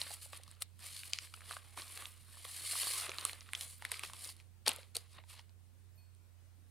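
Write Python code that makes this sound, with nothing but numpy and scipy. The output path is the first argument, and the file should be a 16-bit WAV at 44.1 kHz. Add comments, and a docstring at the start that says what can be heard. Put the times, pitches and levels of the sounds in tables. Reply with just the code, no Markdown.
"""Biscuit crumbs pour from a crinkly paper packet into a glass bowl, close up and in stereo.
For two seconds the packet is shaken and squeezed: folds snap, fingers knock, crumbs slide in spurts.
A stray crumb pings the glass, then a long pour swells to its peak near 2.8 s and thins out.
More shakes follow, with a hard crunch near 4.7 s; the packet settles and two last crumbs ping at 6 s.
A quiet kitchen hisses and hums under it all and is left alone at the end."""
import sys
import numpy as np
from scipy import signal
from scipy.fft import rfft, irfft, next_fast_len
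from scipy.io import wavfile
from scipy.ndimage import uniform_filter1d, map_coordinates

SR = 44100
rng = np.random.default_rng(int(sys.argv[2]) if len(sys.argv) > 2 else 0)


def dump_mix(stems):
    """Bounce the given channels to the path in sys.argv[1] as a 16-bit WAV at rate SR."""
    frames = np.atleast_2d(stems).T  # one column per channel
    limited = np.clip(frames, -1, 1)  # hard clip at full scale
    pcm = np.round(limited * 32767).astype(np.int16)
    wavfile.write(sys.argv[1], SR, pcm)


N = 295590

# each shake or squeeze lets crumbs slide: (peak time [s], crumb flow [dB], swell [s per 20 dB],
# fade [s per 20 dB], rustle over flow [dB], treble over flow [dB])
PACKET_SHAKES = [(0.03, -43, 0.5, 0.18, -10.5, -5.5), (0.145, -52, 0.4, 0.06, -10, -2.5),
                 (0.222, -47.5, .015, .1, -18, -3), (0.252, -46.5, .06, .015, -19, -3),
                 (0.334, -51.5, .015, 0.09, -3, -5), (0.374, -48, .09, .015, -14, -3),
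                 (0.52, -62.5, .5, .2, -6, -8), (0.622, -37, 0.0123, 0.01, -8.5, 4),
                 (0.805, -53, .02, 0.22, -6, -5.5), (0.866, -41.5, .06, 0.06, -27, -6),
                 (0.966, -41, 0.12, 0.11, -23.5, -7), (1.06, -50, 0.08, 0.16, -13, -4.5),
                 (1.141, -38.5, 0.04, 0.11, -25, -16), (1.25, -52, 0.23, .08, -11.5, -5),
                 (1.365, -55, 0.1, 0.1, -13.5, -3.5), (1.514, -46, 0.11, 0.12, -6.5, -5),
                 (1.69, -61, 0.6, .4, -10, -6), (1.774, -49, .01, .14, -2.5, -1),
                 (1.92, -52, 0.28, .3, -15, -2), (2.015, -51, .3, 0.16, -4, -1),
                 (2.447, -54, .01, .07, 2, 2), (3.19, -51, 0.03, 0.09, -4, 1),
                 (3.262, -43, 0.04, .12, -10, -3), (3.541, -51, .025, 0.11, -1.5, -12),
                 (3.625, -42, 0.12, 0.145, -15, -2.5), (3.825, -56, 0.04, 0.02, -1.5, -6),
                 (3.855, -52.5, 0.04, .05, -2.5, -9), (3.922, -39.5, 0.0355, 0.1238, -11, -9.5),
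                 (4.041, -38.5, 0.04, 0.085, -13.5, -8), (4.14, -51, .03, 0.1953, -9, -5),
                 (4.255, -43, .07, 0.0652, -17, -2), (4.304, -41.5, 0.11, 0.0245, -18.5, -4.5),
                 (4.406, -59, .15, 0.04, -11.5, -11), (4.666, -30, .006, .085, -7, -11),
                 (4.79, -54.5, 0.02, 0.12, -5.5, -7), (4.951, -37, .004, .055, -14, -6.5),
                 (5.03, -63, 0.1, 0.1, -7, -8), (5.15, -54, 0.12, 0.04, -18, -10),
                 (5.187, -62.5, 0.06, 0.04, 5, -12), (5.3, -54, .025, .1, -13, -6),
                 (5.335, -52, 0.07, .05, -12.5, -6.5), (5.396, -46, 0.06, .017, -16, -18),
                 (5.43, -70, 0.3, 0.04, -6, -8)]
# envelope of the long pour: (time [s], crumb flow [dB], rustle over flow [dB])
LONG_POUR = [(2.1, -70, -13), (2.243, -62, -9), (2.424, -53, -12.5), (2.514, -47.5, -16.5),
             (2.67, -38.5, -18), (2.834, -35.5, -13), (3.035, -39.5, -10), (3.129, -54.5, 2),
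             (3.26, -51, -4.5), (3.514, -72, 5)]
# tone colour of sliding crumbs: (frequency [Hz], relative level [dB])
CRUMB_SPECTRUM = [(710, -33.5), (1200, -11), (1340, -22.5), (2180, -6), (2620, -9.5), (2980, -4.5),
                  (3590, -7.5), (4220, -0.5), (5970, -8.5), (9720, 5.5), (11600, -3.5), (13200, -4.5),
                  (16000, -19)]
# tone colour of rustling paper: (frequency [Hz], relative level [dB])
RUSTLE_SPECTRUM = [(120, -41), (230, -15.5), (460, -11.5), (680, -9), (870, -12.5), (1150, -4.5),
                   (1400, -10), (2200, -8), (4000, -9.5), (8000, -59.5)]
# stereo image of crumbs and paper: (frequency [Hz], left-right likeness [-1..1])
CLOSE_IMAGE = [(60, -0.27), (150, -0.24), (380, 0.22), (950, 0.79), (2380, 0.98), (5980, 0.8),
               (10000, 0.85), (15000, 0.3)]
# the big folds that give way: (time [s], panel peak [dB], panel pitch [Hz],
# air pocket over panel [dB], crisp edge over panel [dB], rattle t60 [s])
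FOLD_SNAPS = [(0.0155, -23, 3980, -28, -14.5, .01), (0.1082, -46, 1450, 0, -6.5, 0.0048),
              (0.1154, -37, 4040, -10, -8.5, .0042), (0.139, -42, 4050, -27, 8.5, .012),
              (0.3316, -41, 3070, -1.5, -5, 0.01), (0.4344, -45.5, 4070, -25, 2.5, .014),
              (0.4782, -48.5, 4080, -6, 0, 0.013), (0.5134, -51.5, 4050, -13, 9.5, .0061),
              (0.6215, -24.5, 3800, -36, 0, 0.0094), (0.7926, -54, 1840, -30, 8, .0034),
              (0.8677, -43.5, 4324, -37, 9.5, .0054), (0.9652, -35.5, 4870, -30, -11, .015),
              (1.034, -35, 2310, -21, -14, 0.0065), (1.1339, -17, 4040, -38, -15, .006),
              (1.1874, -21.5, 3100, -24, -28, .002), (1.2724, -45.5, 1480, -28, -10.5, .0062),
              (1.3393, -38, 2905, -4.5, -6, 0.016), (1.4071, -46, 2250, -7, -8.5, 0.0046),
              (1.4175, -47, 1700, -6, -12, .005), (1.4945, -41, 2900, -15, -5, .005),
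              (1.51, -33.5, 1650, -4, -6, .005), (1.5274, -33, 3740, -16, -15, .005),
              (1.5349, -41.5, 1710, -2, -13, .005), (1.5668, -39.5, 1500, 2.5, -8, .014),
              (1.7745, -39, 4584, 0, -15, 0.0062), (1.7984, -41, 4800, -6, -9, .0055),
              (1.8198, -33.5, 4180, -19, -17.5, .0054), (1.8801, -41.5, 4490, -18, -3, .0073),
              (1.9749, -37.5, 2170, -17, 0, .005), (2.012, -42, 1570, -9.5, -2.5, .0045),
              (2.022, -42.5, 2600, -0.5, -5.5, 0.0096), (2.0553, -31, 3370, -24, -14, 0.0091),
              (2.3712, -52, 4190, 1.5, -9, .0081), (2.451, -37, 3100, -7, -10, 0.017),
              (2.7544, -43, 3030, 6, -11, .0046), (2.8328, -25.5, 3160, -16, -6, .0034),
              (2.8704, -28.5, 4270, -8, -6.5, 0.0076), (2.92, -28.5, 4200, -36.5, -21, .0019),
              (3.0939, -27, 3180, -13, -17, .004), (3.117, -31, 2210, -19, -25, 0.0069),
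              (3.1383, -40.5, 2270, -18, -11.5, .005), (3.1845, -24, 3970, -15.5, -16.5, 0.0043),
              (3.21, -35.5, 4180, -30, -14, 0.015), (3.2515, -25, 3630, -8, 11, .005),
              (3.2954, -30.5, 2130, -38, -27, 0.003), (3.3318, -33.5, 4170, -16.5, -6.5, 0.0051),
              (3.4079, -37, 4010, -37, -21, .0082), (3.4902, -41.5, 1910, -14, -25, .0031),
              (3.534, -24, 2100, -18.5, -3, .0017), (3.5505, -25.5, 3050, -31.5, -13, 0.0094),
              (3.61, -31, 3360, -40, -4.5, 0.01), (3.8228, -36, 1910, -10, -4, .0041),
              (3.8506, -26, 2230, -38, -6.5, 0.013), (3.917, -27.5, 2380, -21, 2.5, .015),
              (3.9421, -33.5, 2200, -40, -23, 0.0071), (3.994, -33.5, 2250, -22, 2.5, 0.0064),
              (4.0352, -28.5, 2520, -10.5, -7, .0078), (4.098, -43.5, 1580, -3.5, -2, .0046),
              (4.1343, -35.5, 3900, -10, -2.5, .0079), (4.2457, -36.5, 4770, -20, -3.5, 0.0079),
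              (4.2902, -37, 4680, -13, -15, .005), (4.366, -52, 4410, -21, 5, .005),
              (4.4007, -46, 3040, -24, -21, .0046), (4.6638, -25, 4030, -21, -8.5, 0.012),
              (4.6756, -18, 2370, -12, -11, .005), (4.6795, -17, 4360, -22, 0, 0.016),
              (4.6914, -25.5, 2550, -16, 6.5, 0.0087), (4.7167, -27, 3960, -23, -19.5, 0.0032),
              (4.7619, -44, 4010, -15, 10, .0058), (4.785, -47, 2210, -1.5, -10, .0083),
              (4.8314, -43, 2980, -22, -26.5, .005), (4.9546, -29.5, 3800, -25.5, -4, .0069),
              (4.9672, -23, 4300, -21.5, -1.5, 0.011), (5.2383, -52, 2400, -5.5, -26, 0.0071),
              (5.3394, -47, 4040, -10.5, -14, .013), (5.3936, -43, 2750, -14.5, -22, .0097),
              (5.4944, -55, 3900, -15, -12, .005), (6.1494, -64, 4420, -20, 6, 0.0057)]
# the crisp edge of every snap: (frequency [Hz], relative level [dB], t60 [s])
CRISP_MODES = [(8780, 10, 0.0026), (10130, 0.5, 0.0036)]
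# how the packet is held: (time [s], air pocket pitch [Hz], left over right [dB])
PACKET_GRIP = [(0.1, 785, -1), (0.33, 1160, 1.5), (0.62, 1100, 1), (0.9, 1390, 5), (1.35, 1370, 1),
               (1.5, 1145, -1.5), (3.0, 1150, -2), (3.4, 1170, -2), (3.85, 850, 0), (4.05, 1113, -0.5),
               (4.68, 857, 0), (4.8, 480, 2.5), (4.97, 705, 0), (5.2, 930, -3.5)]
# fingers tap and press the packet: (time [s], peak level [dB], pitch [Hz])
FINGER_KNOCKS = [(0.014, -48, 595), (0.104, -47, 600), (0.258, -53, 580), (0.329, -50, 547),
                 (0.396, -56, 517), (1.507, -47, 676), (1.566, -48.5, 595), (1.777, -49, 704),
                 (2.449, -51.5, 490), (2.829, -48.5, 500), (3.089, -42.5, 390), (3.329, -51, 510),
                 (3.917, -52, 503), (4.036, -50.5, 400), (4.673, -34, 450), (4.683, -44, 250),
                 (4.955, -48, 450), (4.968, -47, 470), (5.187, -52.5, 600)]
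# crumbs that strike bare glass: (time [s], low mode gain [dB], high mode gain [dB])
GLASS_PINGS = [(2.069, -70, -62), (3.776, -90.5, -64), (5.955, -94.5, -71.5), (5.977, -68, -74)]
# the ring of the glass bowl: (frequency [Hz], relative level [dB], t60 [s])
BOWL_MODES = [(2500, -1.5, 0.4), (4390, -3, 0.5), (9028, -7, .25), (12080, -19, .2), (12800, 2, 0.12),
              (13500, -7, 0.33), (14300, -8, 0.22)]
# reverb decay off the kitchen walls: (frequency [Hz], t60 [s])
WALL_DECAY = [(300, 0.45), (12000, 0.027)]
# tone colour of the room hiss: (frequency [Hz], relative level [dB])
ROOM_SPECTRUM = [(12, -36), (28, -14), (50, -15.5), (66, -12), (85, -17), (110, -13), (170, -17),
                 (400, -25.5), (825, -29.5), (2750, -33.5), (7000, -37), (8500, -33), (12000, -38),
                 (16000, -38.5)]
# stereo image of the room hiss: (frequency [Hz], left-right likeness [-1..1])
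ROOM_IMAGE = [(30, .6), (150, .5), (400, 0.29), (3000, 0.25), (15000, 0.1)]
# appliance hum and whine: (frequency [Hz], left level [dB], right level [dB], left phase lead [rad])
HUM_TONES = [(49.7, -82, -75, .3), (90, -75, -56.5, 1.7), (122, -82, -81, .3), (8465, -98, -96, .3)]


def pouring(flow, bright, rustle):
    """Crumbs hiss as they slide; the paper under them rustles lower and in coarser clumps."""
    # a thin trickle lets single crumbs stand out
    sparse_db = np.interp(20 * np.log10(flow + 1e-12), [-55, -40], [2.9, 1.7])
    fine = grains(clump_db=2, clumps_per_s=250, spike_db=sparse_db, patch_db=2.5)
    fine /= np.sqrt(uniform_filter1d(np.mean(fine ** 2, axis=0), size=SR // 5))  # ride the level flat
    hiss = spread(fine * amp(1.1 * wobble(30) + 1.5 * wobble(16)), CRUMB_SPECTRUM, CLOSE_IMAGE)
    treble = filtered(hiss, lambda hz: 1 / (1 + (6000 / (hz + 1)) ** 8))
    coarse = grains(clump_db=3, clumps_per_s=150, spike_db=2.2, patch_db=3) * amp(1.2 * wobble(25))
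    paper = spread(coarse, RUSTLE_SPECTRUM, CLOSE_IMAGE)
    return flow * (hiss - treble) + bright * treble + rustle * paper


def grains(clump_db, clumps_per_s, spike_db, patch_db):
    """A dense hail of tiny impacts in clumps; a few are bigger than the rest."""
    spikes = np.minimum(rng.exponential(size=N), 6)
    size = amp(spike_db * spikes + clump_db * wobble(clumps_per_s))
    return size * patchy(rng.standard_normal((2, N)), patch_db)


def handling(pour_treble_db=-4):
    """Envelopes of crumb flow, its treble and the rustle: shakes swell and fade over the long pour."""
    t = np.arange(N) / SR
    times, flow_db, rustle_db = np.transpose(LONG_POUR)
    flow_db = np.interp(t, times, flow_db, left=-200, right=-200)
    rustle_db = np.interp(t, times, rustle_db)
    power = amp([flow_db, flow_db + pour_treble_db, flow_db + rustle_db]) ** 2
    for peak_s, db, swell, fade, paper_db, treble_db in PACKET_SHAKES:
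        shape_db = db - 20 * np.maximum((peak_s - t) / swell, (t - peak_s) / fade)
        power += amp(shape_db + np.array([[0], [treble_db], [paper_db]])) ** 2
    return np.sqrt(power)


def snaps(folds, pan_scatter_db=1.3):
    """Each fold breaks with a jolt and a short rattle that ring its panel, air pocket and crisp edge."""
    sound, t = np.zeros((2, N + SR)), np.arange(SR // 40) / SR
    grip_s, grip_hz, grip_db = np.transpose(PACKET_GRIP)
    for start, db, panel_hz, pocket_db, crisp_db, t60 in folds:
        pocket_hz = np.interp(start, grip_s, grip_hz)
        pan_db = np.interp(start, grip_s, grip_db) + pan_scatter_db * rng.normal()
        jolt = .35 * amp(-60 * t / np.clip(t60, .001, .03)) * rng.standard_normal((3, len(t)))
        jolt[:, 0] = 1  # the attack, ahead of the rattle
        panel = [(panel_hz, 0, 10 / panel_hz), (1.4 * panel_hz, -12, 5 / panel_hz),
                 (0.78 * panel_hz, 0, 9 / panel_hz)]
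        pocket = [(pocket_hz, 0, 14 / pocket_hz)]
        bodies = [ringing(modes, t) * (1 - np.exp(-3 * t * modes[0][0]))
                  for modes in (panel, pocket, CRISP_MODES)]
        layers = np.pad(signal.fftconvolve(jolt, bodies, axes=1), ((0, 0), (4, 0)))
        layers[::2, 2:] = np.diff(layers[::2], 2)  # a small thin panel radiates no bass
        layers[0] = uniform_filter1d(layers[0], size=4)  # paper gives way softly: no hard top
        layers[2] = uniform_filter1d(layers[2], size=2)
        layers /= np.abs(layers).max(axis=1, keepdims=True)
        layers *= amp(db + np.array([[0], [pocket_db], [crisp_db]]))
        snap = layers.sum(axis=0) * amp([[pan_db / 2], [-pan_db / 2]])
        sound[:, round(start * SR):][:, :snap.shape[1]] += snap
    return sound[:, :N]


def crinkles(rustle, per_s=40, over_rustle_db=8, scatter_db=3):
    """Small folds give way at random, as loud as the paper is busy: rows like FOLD_SNAPS."""
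    panel_hz, pocket_db, crisp_db, t60 = 2820, -18, -7, .004
    scatter = rng.standard_normal((round(per_s * N / SR), 4))
    onsets = rng.integers(N, size=len(scatter))
    peaks_db = 20 * np.log10(rustle[onsets] + 1e-12) + over_rustle_db + scatter_db * scatter[:, 0]
    return [(onset / SR, db, panel_hz * np.exp(.3 * pitch),
             pocket_db + 5 * pocket, crisp_db + 7 * crisp, t60)
            for onset, db, (pitch, pocket, crisp) in zip(onsets, peaks_db, scatter[:, 1:])]


def knocks(decay_cycles=10, attack_s=0.0021, overtone_ratio=1.455, overtone_db=-5):
    """A soft fingertip pushes the crumb-filled packet: a dull knock of two heavily damped modes."""
    sound, t = np.zeros(N + SR), np.arange(SR // 20) / SR
    attack = 1 - np.exp(-(t / attack_s) ** 2)
    for start, db, hz in FINGER_KNOCKS:
        modes = [(hz, 0, decay_cycles / hz), (overtone_ratio * hz, overtone_db, decay_cycles / hz)]
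        body = np.diff(ringing(modes, t) * attack)  # too small to radiate bass
        sound[round(start * SR):][:len(body)] += amp(db) * body / np.abs(body).max()
    return sound[:N]


def bowl(split_hz=9500, attack_s=0.0011):
    """A crumb on bare glass rings the bowl softly; where it lands sets low against high modes."""
    glass, t = np.zeros(N + SR), np.arange(SR // 3) / SR
    for start, low_db, high_db in GLASS_PINGS:
        struck = [(hz, db + (low_db if hz < split_hz else high_db) + rng.normal(0, 2), t60)
                  for hz, db, t60 in BOWL_MODES]
        glass[round(start * SR):][:len(t)] += ringing(struck, t) * (1 - np.exp(-t / attack_s))
    return glass[:N] * amp([[-1], [1]])  # a touch to the right


def walls(x):
    """The walls answer with a short stereo reverb whose highs die first."""
    hz, t, noise = signal.stft(rng.standard_normal((2, SR // 3)), SR, nperseg=256)
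    tail = signal.istft(noise * amp(-60 * t / along(WALL_DECAY, hz)[:, None]), SR, nperseg=256)[1]
    predelayed = np.pad(x, (300, 0))[None]
    return signal.fftconvolve(predelayed, tail / np.linalg.norm(tail[0]), axes=1)[:, :N]


def kitchen():
    """Room tone: steady hiss, a wavering appliance hum mostly on the right, and a thin faint whine."""
    hiss_gain = amp(-70 + 0.35 * wobble(0.99))
    sound = hiss_gain * spread(patchy(rng.standard_normal((2, N)), 2.1), ROOM_SPECTRUM, ROOM_IMAGE)
    for hz, left_db, right_db, lead in HUM_TONES:
        phase = 2 * np.pi * np.cumsum(hz + .4 * wobble(5.2)) / SR
        tone = np.sqrt(2) * np.sin(phase + np.array([[lead], [0]]))
        sound += amp(np.array([[left_db], [right_db]]) + 0.62 * wobble(8)) * tone
    return sound


def ringing(modes, t):
    """Decaying sines, one per mode: (frequency [Hz], level [dB], t60 [s])."""
    return sum(amp(db - 60 * t / t60) * np.sin(2 * np.pi * hz * t) for hz, db, t60 in modes)


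def patchy(x, depth_db):
    """Random gain patches in time and frequency: no two moments favour the same pitches."""
    spectra = signal.stft(x, nperseg=1024)[2]
    patches = uniform_filter1d(rng.standard_normal(spectra.shape[-2:]), size=3, axis=0)
    patches = uniform_filter1d(patches, size=6, axis=1)
    return signal.istft(spectra * amp(depth_db * unit(patches)), nperseg=1024)[1][..., :N]


def spread(pair, spectrum, image):
    """Two noises, EQ'd and mixed as mid and side to a stereo image, at rms 1."""
    def response(hz):
        width = np.arccos(np.clip(along(image, hz), -1, 1)) / 2
        return amp(along(spectrum, hz)) * [np.cos(width), np.sin(width)]
    mid, side = filtered(pair, response)
    return unit(np.array([mid + side, mid - side]))


def filtered(x, response):
    """EQ x with a gain given as a function of frequency."""
    size = next_fast_len(N + SR // 2)
    return irfft(rfft(x, size) * response(np.fft.rfftfreq(size, 1 / SR)), size)[..., :N]


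def wobble(rate):
    """Smooth random modulation, rate knots a second."""
    return map_coordinates(rng.standard_normal(int(N * rate / SR) + 4), [np.arange(N) * rate / SR])


def along(points, hz):
    """Read a (frequency [Hz], value) curve on a log axis."""
    freqs, values = np.transpose(points)
    return np.interp(np.log(hz + 1), np.log(freqs + 1), values)


def amp(db):
    """Gain of a level in dB."""
    return 10 ** (np.asarray(db) / 20)


def unit(x):
    """x at rms 1."""
    return x / np.sqrt(np.mean(x ** 2) + 1e-20)


def scene():
    """Mix crumbs, packet, bowl and room tone; only the snaps and knocks feed the reverb."""
    flow, bright, rustle = handling()
    packet = snaps(FOLD_SNAPS + crinkles(rustle)) + knocks()
    pour = pouring(flow, bright, rustle)
    reverb = amp(-21.0) * walls(packet.mean(axis=0))
    return pour + packet + reverb + bowl() + kitchen()


def record(dry):
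    """A brick-wall high cut at 15.8 kHz over the whole mix."""
    return filtered(dry, lambda hz: hz < 15800)


dry = scene()
out = record(dry)
dump_mix(out)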